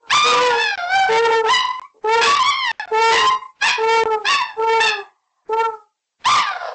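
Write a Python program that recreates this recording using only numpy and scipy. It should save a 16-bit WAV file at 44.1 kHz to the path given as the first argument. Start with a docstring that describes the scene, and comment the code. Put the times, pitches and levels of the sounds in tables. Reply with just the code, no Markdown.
"""A large dog howls in short low calls while a small dog answers with high gliding yelps, in an echoing living room.
Each call is a stack of gliding harmonics; roughness shakes it, and the small dog adds raspy breath and a second pipe.
Feedback delays and ringing resonances make the room, over a faint steady noise.
A cheap room camera overloads on the loud moments, turns quiet sound down, adds fuzz and loses a few packets."""
import sys
import numpy as np
from scipy import signal
from scipy.fft import rfft, irfft, next_fast_len
from scipy.io import wavfile
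from scipy.ndimage import uniform_filter1d

SR = 44100
rng = np.random.default_rng(int(sys.argv[2]) if len(sys.argv) > 2 else 0)


def generate_wav(sig):
    """Save sig (samples, or channels by samples) to the path in sys.argv[1] as 16-bit PCM at SR."""
    pcm = np.round(np.clip(np.atleast_2d(sig).T, -1, 1) * 32767).astype(np.int16)
    wavfile.write(sys.argv[1], SR, pcm)


def attenuation_scalar(level_db):
    """Turn a level in dB into a linear amplitude multiplier (20 dB per decade)."""
    decades = np.asarray(level_db, float) / 20
    return 10 ** decades


N = 297305


def wobble(rate_hz):
    """Low-passed noise of spread 1, for irregular movement."""
    lowpass = signal.butter(2, rate_hz, fs=SR, output="sos")
    slow = signal.sosfilt(lowpass, rng.standard_normal(N))
    return slow / slow.std()


def resonate(x, hz, width_hz):
    """One two-pole resonance with gain 1 on top."""
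    r = np.exp(-np.pi * width_hz / SR)
    feedforward = [(1 - r * r) / 2, 0, (r * r - 1) / 2]
    feedback = [1, -2 * r * np.cos(2 * np.pi * hz / SR), r * r]
    return signal.lfilter(feedforward, feedback, x + 1e-18)


def share_effort(rows, muzzle):
    """The muzzle and the mouth opening share the effort among three harmonics, keeping their total power."""
    time_s, pitch_hz, effort_db, opening_db = np.transpose(rows)
    muzzle_hz, muzzle_db = np.transpose(muzzle)
    colour_db = np.array([k * opening_db + np.interp((k + 1) * pitch_hz, muzzle_hz, muzzle_db)
                          for k in range(3)])
    colour_db = colour_db - 10 * np.log10(np.sum(attenuation_scalar(colour_db) ** 2, axis=0))
    return np.transpose([time_s, pitch_hz, *(effort_db + colour_db)])


# breath is bright from STRAIN_DB of effort up; softer breath is dull above SOFT_BREATH_HZ
STRAIN_DB, SOFT_BREATH_HZ, SOFT_BREATH_DB = -17.5, 1890, 3.5


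def voice(calls, mouth, count, hoarseness, jitter, tremor_hz, breath, fade_s):
    """Each call stacks harmonics; a hoarse larynx shakes pitch and loudness and lets the given breath through."""
    out = np.zeros(N)
    slow, fast, tremor = wobble(30), wobble(150), wobble(tremor_hz)
    soften = signal.butter(4, SOFT_BREATH_HZ, fs=SR, output="sos")
    dull_breath = signal.sosfilt(soften, breath)
    mouth_hz, mouth_db = np.transpose(mouth)
    for call in calls:
        time_s, pitch_hz, *harmonics_db = np.transpose(call)
        at = np.arange(round(time_s[0] * SR), min(round(time_s[-1] * SR), N))
        t = at / SR
        hoarse = np.interp(t, *np.transpose(hoarseness))
        shake = jitter * (slow[at] + 8.9 * hoarse ** 2 * fast[at])
        pitch = np.interp(t, time_s, pitch_hz)
        phase = 2 * np.pi * np.cumsum(pitch * (1 + shake)) / SR

        gains = [np.sqrt(2) * attenuation_scalar(np.interp(t, time_s, db)) for db in harmonics_db]
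        effort = np.sqrt(sum(g ** 2 for g in gains))
        # the mouth sets each higher harmonic against the last one listed
        last = gains[-1]
        for number in range(len(gains) + 1, count + 1):
            gains.append(last * attenuation_scalar(np.interp(number * pitch, mouth_hz, mouth_db)))
        # every harmonic flutters quickly by a few dB, as echoes in the room make it uneven
        gains = [g * attenuation_scalar(2.0 * np.roll(slow, 9001 * k)[at]) for k, g in enumerate(gains)]
        stack = sum(g * np.sin((k + 1) * phase + k * k) for k, g in enumerate(gains))
        stack = stack * (np.sqrt(1 - hoarse ** 2) + hoarse * tremor[at])

        # breath escapes once a cycle, while the folds are open
        strain = np.minimum(effort / attenuation_scalar(STRAIN_DB), 1)
        air = strain * breath[at] + (1 - strain) * attenuation_scalar(SOFT_BREATH_DB) * dull_breath[at]
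        puffs = effort * hoarse ** 2 * (1 + np.cos(phase)) * air
        fade = np.clip(np.minimum(t - time_s[0], time_s[-1] - t) / fade_s, 0, 1)
        out[at] += (stack + puffs) * fade
    return out


# large dog, one list a howl, the opening in dB per harmonic: time_s, pitch_hz, effort_db, opening_db
LARGE_DOG_HOWLS = [
    [(0.0, 479, -52.5, -8), (0.05, 463, -45.5, -1), (0.1, 450, -43.5, -1.5)],
    [(0.235, 471, -25.5, -17), (0.26, 481, -19, -12.5), (0.4, 495.2, -14, -2), (0.47, 497.3, -10, -7.5),
     (0.54, 469, -19.5, 0.4), (0.585, 462.3, -20.5, -12.5), (0.63, 475, -28, -9.5)],
    [(1.08, 446, -30.5, -13), (1.1, 446, -11.5, -7), (1.23, 462, -4, -8.5), (1.33, 454.7, -5, -9),
     (1.37, 449.6, -14.5, -9), (1.43, 441.6, -20, -4.5), (1.48, 436, -18.5, 0.5), (1.52, 432, -34.5, -10.5)],
    [(1.93, 402, -65, -14), (1.96, 437, -39, -19), (2.02, 458, -64.5, -17.5)],
    [(2.03, 429, -57, -5), (2.047, 426.7, -20, -9), (2.1, 443.4, -14, -3.5), (2.16, 463.3, -4.5, -4),
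     (2.225, 457, -11, -7.5), (2.28, 454, -41, -5.5)],
    [(2.9, 433, -55, -3), (2.92, 442, -18.5, -12.5), (2.955, 436.7, -16, -2), (3.02, 454.4, -7.5, -4),
     (3.1, 455.9, -4, -5), (3.145, 440, -34.5, -2.3), (3.26, 427.3, -20.5, -3.5), (3.295, 430.8, -36.5, 2),
     (3.34, 432, -25, -5)],
    [(3.77, 456, -38, -8.5), (3.785, 444, -22.5, -11.5), (3.83, 445, -16.5, -6), (3.947, 456.1, -6, -5.5),
     (4.03, 445.5, -15.5, -4), (4.1, 443.6, -18, -6), (4.145, 431.5, -18, -3.5), (4.2, 420, -34.5, -4.5),
     (4.26, 391, -33, -15)],
    [(4.56, 440, -37.5, -7), (4.585, 443, -24, -9), (4.625, 446.3, -16.5, -3.5), (4.665, 449.8, -23, -2),
     (4.7, 451, -10.5, -7), (4.77, 454.7, -12, -6), (4.8, 440.2, -21.5, -2.8), (4.893, 432, -27.5, 1),
     (4.99, 398.2, -31, -5.5), (5.06, 383, -41, -3)],
    [(5.48, 420, -66, -12), (5.497, 433, -21.5, -14.5), (5.535, 444.2, -17, -4), (5.57, 450, -22, -6),
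     (5.61, 458, -13.5, -2.5), (5.65, 452, -24, 1.2), (5.7, 442.4, -26.5, 0.5), (5.76, 429.5, -38, -1.5),
     (5.86, 409, -55, 3)],
]
# its muzzle, for the first three harmonics: frequency_hz, level_db
LARGE_DOG_MUZZLE = [(450, -1.08), (900, 3), (1350, -1.8)]
# its mouth, for higher harmonics, against the 3rd: frequency_hz, level_db
LARGE_DOG_MOUTH = [(1700, -21), (2300, -35.5), (3000, -40)]
# hoarseness 0-1: howls that stay under FAINT_DB of effort are rough, the others clear
CLEAR, ROUGH, FAINT_DB = .09, .7, -35


def large_dog():
    """Low howls of six harmonics: nearly pure from a steady larynx, rough when faint, with no breath noise."""
    hoarseness = []
    for rows in LARGE_DOG_HOWLS:
        loudest_db = max(row[2] for row in rows)
        hoarse = ROUGH if loudest_db < FAINT_DB else CLEAR
        hoarseness += [(rows[0][0], hoarse), (rows[-1][0], hoarse)]
    calls = [share_effort(rows, LARGE_DOG_MUZZLE) for rows in LARGE_DOG_HOWLS]
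    return voice(calls, LARGE_DOG_MOUTH, count=6, hoarseness=hoarseness, jitter=.003,
                 tremor_hz=120, breath=np.zeros(N), fade_s=.015)


# relative colour of the quiet room tone: frequency_hz, density_db (per Hz)
ROOM_TONE_COLOUR = [(35, -30), (60, -9), (729, -8), (1350, -10.5), (8000, -9.5), (10400, -58),
                    (17600, -120)]
ROOM_TONE_DB = -61.5


def room_tone():
    """Faint steady noise, coloured along a log-frequency curve."""
    hz = np.maximum(np.arange(N // 2 + 1) * SR / N, 1)
    curve_hz, curve_db = np.transpose(ROOM_TONE_COLOUR)
    colour = attenuation_scalar(np.interp(np.log(hz), np.log(curve_hz), curve_db))
    noise = irfft(rfft(rng.standard_normal(N)) * colour, N)
    return attenuation_scalar(ROOM_TONE_DB) * noise / noise.std()


# strongest ringing pitches of the room: frequency_hz, level_db, t60_s
RINGING_MODES = [(440, -12.5, 0.087), (588, -23.5, 0.91), (773, -5, 0.68), (863, -1, .5),
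                 (1045.7, 3.5, 0.17), (1250, -5.5, 0.49), (1192, 1, 0.3), (1350, -14.5, 0.51)]
ROOM_T60_S, WALL_CUT_HZ, ROOM_DB = 0.27, 13000, -10


def room(x):
    """Ten feedback delays, duller on every round, plus a few narrow resonances that hold a passing pitch."""
    size = next_fast_len(N + SR)
    hz = np.arange(size // 2 + 1) * SR / size
    dull = 1 / np.sqrt(1 + (hz / WALL_CUT_HZ) ** 2)
    tail = 0
    for k, lag_s in enumerate(rng.uniform(.018, 0.049, size=10)):
        loop = attenuation_scalar(-60 * lag_s / ROOM_T60_S) * dull ** .5 * np.exp(-2j * np.pi * hz * lag_s)
        tail = tail + (-1) ** k * loop / (1 - loop)
    out = attenuation_scalar(ROOM_DB) * irfft(rfft(x, size) * tail, size)[:N]
    for mode_hz, level_db, t60_s in RINGING_MODES:
        width_hz = np.log(1000) / (np.pi * t60_s)
        out += attenuation_scalar(level_db) * resonate(x, mode_hz, width_hz)
    return out


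# throat resonances that colour the small dog's rasp, levels relative: frequency_hz, width_hz, level_db
THROAT_RESONANCES = [(1050, 190, 11.5), (1940, 260, -12.5), (2640, 670, 1), (3890, 230, -3.5),
                     (5700, 1900, 2.5)]


def rasp(level_db):
    """Turbulent breath: white noise coloured by the throat, each resonance passed twice."""
    white = rng.standard_normal(N)
    out = np.zeros(N)
    for k, (hz, width_hz, peak_db) in enumerate(THROAT_RESONANCES):
        ringing = resonate(resonate(white, hz, width_hz), hz, 2 * width_hz)
        out += (-1) ** k * attenuation_scalar(peak_db) * ringing
    return attenuation_scalar(level_db) * out / out.std()


# small dog, one list for each stretch of voice; a yelp whose pitch breaks takes two lists;
# the opening in dB per harmonic: time_s, pitch_hz, effort_db, opening_db
SMALL_DOG_YELPS = [
    [(0.092, 765.6, -43, 5.5), (0.106, 813.6, -18.5, 4), (0.128, 1025, -10, -1), (0.142, 1175, -10, -6.5),
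     (0.158, 1179, -8.5, -1.5), (0.202, 1179, -22, -1), (0.286, 1246, -13.5, -1.5),
     (0.4, 1169, -17.5, -9.5)],
    [(0.4, 1006, -12.5, -11), (0.448, 995, -21, -1), (0.54, 838, -24, -5), (0.622, 885.4, -20.5, 3),
     (0.774, 761, -29.5, -3.5), (0.79, 701.7, -27, -8), (0.872, 704.6, -26.5, -10.5),
     (0.915, 754, -21, -5.5), (0.962, 778, -12, -9), (1.066, 758, -17, -11), (1.14, 772, -15.5, -13.5)],
    [(1.45, 710, -26.5, -15.5), (1.476, 849.3, -25.5, -6.5), (1.492, 928.6, -13, -6.5),
     (1.518, 1039, -9, -10), (1.548, 978, -17.5, 4), (1.8, 980.7, -56, 4)],
    [(2.21, 834.5, -13.5, 2), (2.23, 846, -15, 5.5), (2.4, 946.6, -29.5, 5.5), (2.418, 1050, -26.5, 7),
     (2.502, 1149, -10.5, -5), (2.515, 1035, -29, 1), (2.57, 1085, -26, 0), (2.62, 1048, -25, 1.9),
     (2.708, 894.3, -21.5, -4), (2.806, 854.6, -25, -4), (2.826, 739, -39.5, -6), (2.91, 706, -31.5, -14)],
    [(3.09, 816.7, -29.5, 2.5), (3.13, 1021, -10.5, -3), (3.174, 924, -17, 1), (3.21, 962, -19, 0.8),
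     (3.25, 942, -24.5, -3), (3.34, 950, -36, 3)],
    [(3.6, 816, -56, 10.5), (3.626, 828, -16, 0.5), (3.664, 927, -18, 0.6), (3.69, 816, -13, 10),
     (3.756, 883, -39.5, 4), (3.84, 914, -31, -5.5)],
    [(4.24, 782, -35.5, -8.5), (4.26, 824.6, -18.5, 2.5), (4.302, 952.5, -18, 8.5), (4.35, 862, -18.5, 8),
     (4.37, 904, -31, 13), (4.492, 885.6, -32.5, -2.5), (4.58, 782, -40.5, -26)],
    [(4.79, 760, -31, -4.5), (4.81, 891.5, -14.5, -3), (4.852, 910.6, -22.5, 8), (4.89, 860.3, -17, 4.5),
     (4.916, 863, -26.5, 6.5), (5.034, 834.5, -44.5, -14.5), (5.138, 892, -64.5, -23),
     (5.45, 737, -64, -24)],
    [(6.238, 762, -39.5, 6), (6.258, 915.6, -13.5, -3), (6.29, 1146, -10.5, -7), (6.315, 1208, -10.5, -5),
     (6.345, 1168, -12, -9), (6.37, 1012, -7, -4)],
    [(6.37, 1008, -11, 7.3), (6.41, 989.6, -25, -5.5), (6.44, 887, -31, 2), (6.494, 792, -31, -3),
     (6.545, 709.7, -30.5, -9.8), (6.61, 714, -29, -10.8), (6.692, 634, -27, -22),
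     (6.74, 539.5, -34.5, -26)],
]
# how torn its voice is: time_s, hoarseness (0-1)
SMALL_DOG_HOARSENESS = [(.09, .3), (.13, .5), (.5, .5), (.56, .25), (1.14, .15), (1.55, .3), (1.62, .55),
                        (2.21, .65), (2.4, .6), (2.46, .3), (2.6, .2), (2.91, .3), (3.09, .4), (3.2, .5),
                        (3.3, .25), (3.46, .1), (3.6, .45), (3.7, .6), (4.24, .45), (4.79, .3), (5, .45),
                        (5.1, .95), (5.45, .95), (6.24, .4), (6.29, .5), (6.34, .45), (6.38, .65),
                        (6.46, .5), (6.7, .65)]
# its muzzle, for the first three harmonics: frequency_hz, level_db
SMALL_DOG_MUZZLE = [(700, -3), (1100, 3), (1700, 5), (2100, 1), (2600, -0.85), (3500, 1.7)]
# its mouth, for higher harmonics, against the 3rd: frequency_hz, level_db
SMALL_DOG_MOUTH = [(2500, -13.5), (3600, -1.5), (4200, -8.5), (5000, -9.5), (5700, -4.5), (7000, -16.5)]
# a second, unrelated pipe in its hardest cries, one list a whistle: time_s, pitch_hz, level_db
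SECOND_PIPE = [
    [(1.55, 1041, -22), (1.66, 994.3, -22.5), (1.818, 1033, -39.5), (1.86, 1156, -39), (1.89, 1116, -63.5)],
    [(2.25, 1164, -40.5), (2.276, 1125, -12), (2.384, 1147, -17), (2.396, 1050, -17), (2.44, 984, -19.5)],
    [(3.17, 1050, -32.5), (3.256, 1041, -17), (3.3, 1025, -18.5), (3.325, 1026, -29), (3.42, 1038, -33),
     (3.48, 1030, -44)],
    [(3.61, 1020, -31.5), (3.622, 1153, -33), (3.652, 967, -33.5), (3.76, 987, -27), (3.84, 949, -47)],
    [(4.26, 983, -35), (4.31, 1133, -20.5), (4.392, 1119, -22.5), (4.416, 977.6, -20), (4.52, 962, -56.5)],
    [(6.36, 1212, -19.5), (6.39, 1168, -15), (6.42, 1172, -28), (6.52, 1178, -30)],
]


def small_dog():
    """Yelps with raspy breath and whistles; the small head passes nothing far outside its resonances."""
    calls = [share_effort(rows, SMALL_DOG_MUZZLE) for rows in SMALL_DOG_YELPS]
    yelps = voice(calls, SMALL_DOG_MOUTH, count=9, hoarseness=SMALL_DOG_HOARSENESS, jitter=.005,
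                  tremor_hz=138.9, breath=rasp(level_db=-2.0), fade_s=0.01)
    # a whistle is a fundamental and a weaker octave
    whistles = voice(SECOND_PIPE, [(2000, -14.5)], count=2, hoarseness=[(0, 0.41)], jitter=0.004,
                     tremor_hz=57.0, breath=np.zeros(N), fade_s=.015)
    head = signal.cheby2(6, 32, [380, 6400], "band", fs=SR, output="sos")
    return signal.sosfilt(head, yelps + whistles)


def scene():
    """Both dogs, their echoes in the room and the room tone."""
    dogs = large_dog() + small_dog()
    return (dogs + room(dogs) + room_tone())[None]


def overload(x, gain_db, top, bottom, hardness):
    """The preamplifier flattens peaks, earlier on the positive side when top is below bottom."""
    x = attenuation_scalar(gain_db) * x
    limit = np.where(x > 0, top, bottom)
    return x / (1 + (abs(x) / limit) ** hardness) ** (1 / hardness)


def thin_lows(x):
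    """A high-pass, then a low shelf that thins the howl and tilts its flattened tops."""
    x = signal.sosfilt(signal.butter(2, 70, "high", fs=SR, output="sos"), x)
    highs = signal.sosfilt(signal.butter(1, 600, "high", fs=SR, output="sos"), x)
    return highs + attenuation_scalar(-8) * x


def suppressor(x, knee_db, slope, most_db, bin_knee_db, bin_slope):
    """Sound under a knee is taken for noise and turned down: as a whole, then pitch by pitch."""
    power = uniform_filter1d(x ** 2, round(.025 * SR))
    level_db = 10 * np.log10(np.maximum(power, 1e-12))
    x = x * attenuation_scalar(np.clip(slope * (level_db - knee_db), -most_db, 0))

    frames = signal.stft(x, nperseg=1024, noverlap=768)[2]
    power = uniform_filter1d(abs(frames) ** 2, size=5, axis=0)
    power = uniform_filter1d(power, size=5, axis=1)
    bin_db = 10 * np.log10(np.maximum(power, 1e-14))
    gain = attenuation_scalar(np.clip(bin_slope * (bin_db - bin_knee_db), -most_db, 0))
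    return signal.istft(frames * gain, nperseg=1024, noverlap=768)[1][:N]


# lost packets: start_s, end_s
LOST_PACKETS = [(.7561, .7761), (1.7961, 1.8161), (2.7161, 2.7961), (2.8561, 2.8761), (4.0361, 4.0561)]


def lose_packets(x):
    """Each lost packet leaves a hard-edged silence."""
    t = np.arange(N) / SR
    for start_s, end_s in LOST_PACKETS:
        x = x * np.where((t > start_s) & (t < end_s), 0, 1)
    return x


def frame_fuzz(x, fuzz_db, spread_hz, size=4096):
    """Noise shaped by each long frame's smoothed spectrum; fills gaps between lines, leaks ahead of attacks."""
    frames = signal.stft(x, window="boxcar", nperseg=size)[2]
    power = uniform_filter1d(abs(frames) ** 2, round(spread_hz * size / SR), axis=0)
    shape = np.sqrt(np.maximum(power, 0))
    white = signal.stft(rng.standard_normal(N), nperseg=size)[2]
    fuzz = signal.istft(shape * white / abs(white).mean(), window="cosine", nperseg=size)[1][:N]
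    return attenuation_scalar(fuzz_db) * fuzz


def top_cut(x):
    """Nothing passes above the cut-off."""
    return signal.sosfilt(signal.butter(12, 9210, fs=SR, output="sos"), x)


def record(dry):
    """The camera's chain: overload, thin lows, suppressor, lost packets, fuzz, narrow band."""
    x = overload(dry[0], gain_db=0.5, top=0.16, bottom=0.25, hardness=45.0)
    x = thin_lows(x)
    x = suppressor(x, knee_db=-24.5, slope=0.4, most_db=11.5, bin_knee_db=-80, bin_slope=0.64)
    x = lose_packets(x)
    x = x + frame_fuzz(x, fuzz_db=-32.0, spread_hz=3200)
    x = signal.sosfilt(signal.cheby2(10, 52, 9400, fs=SR, output="sos"), x)
    return top_cut(x)


dry = scene()
out = record(dry)
generate_wav(out)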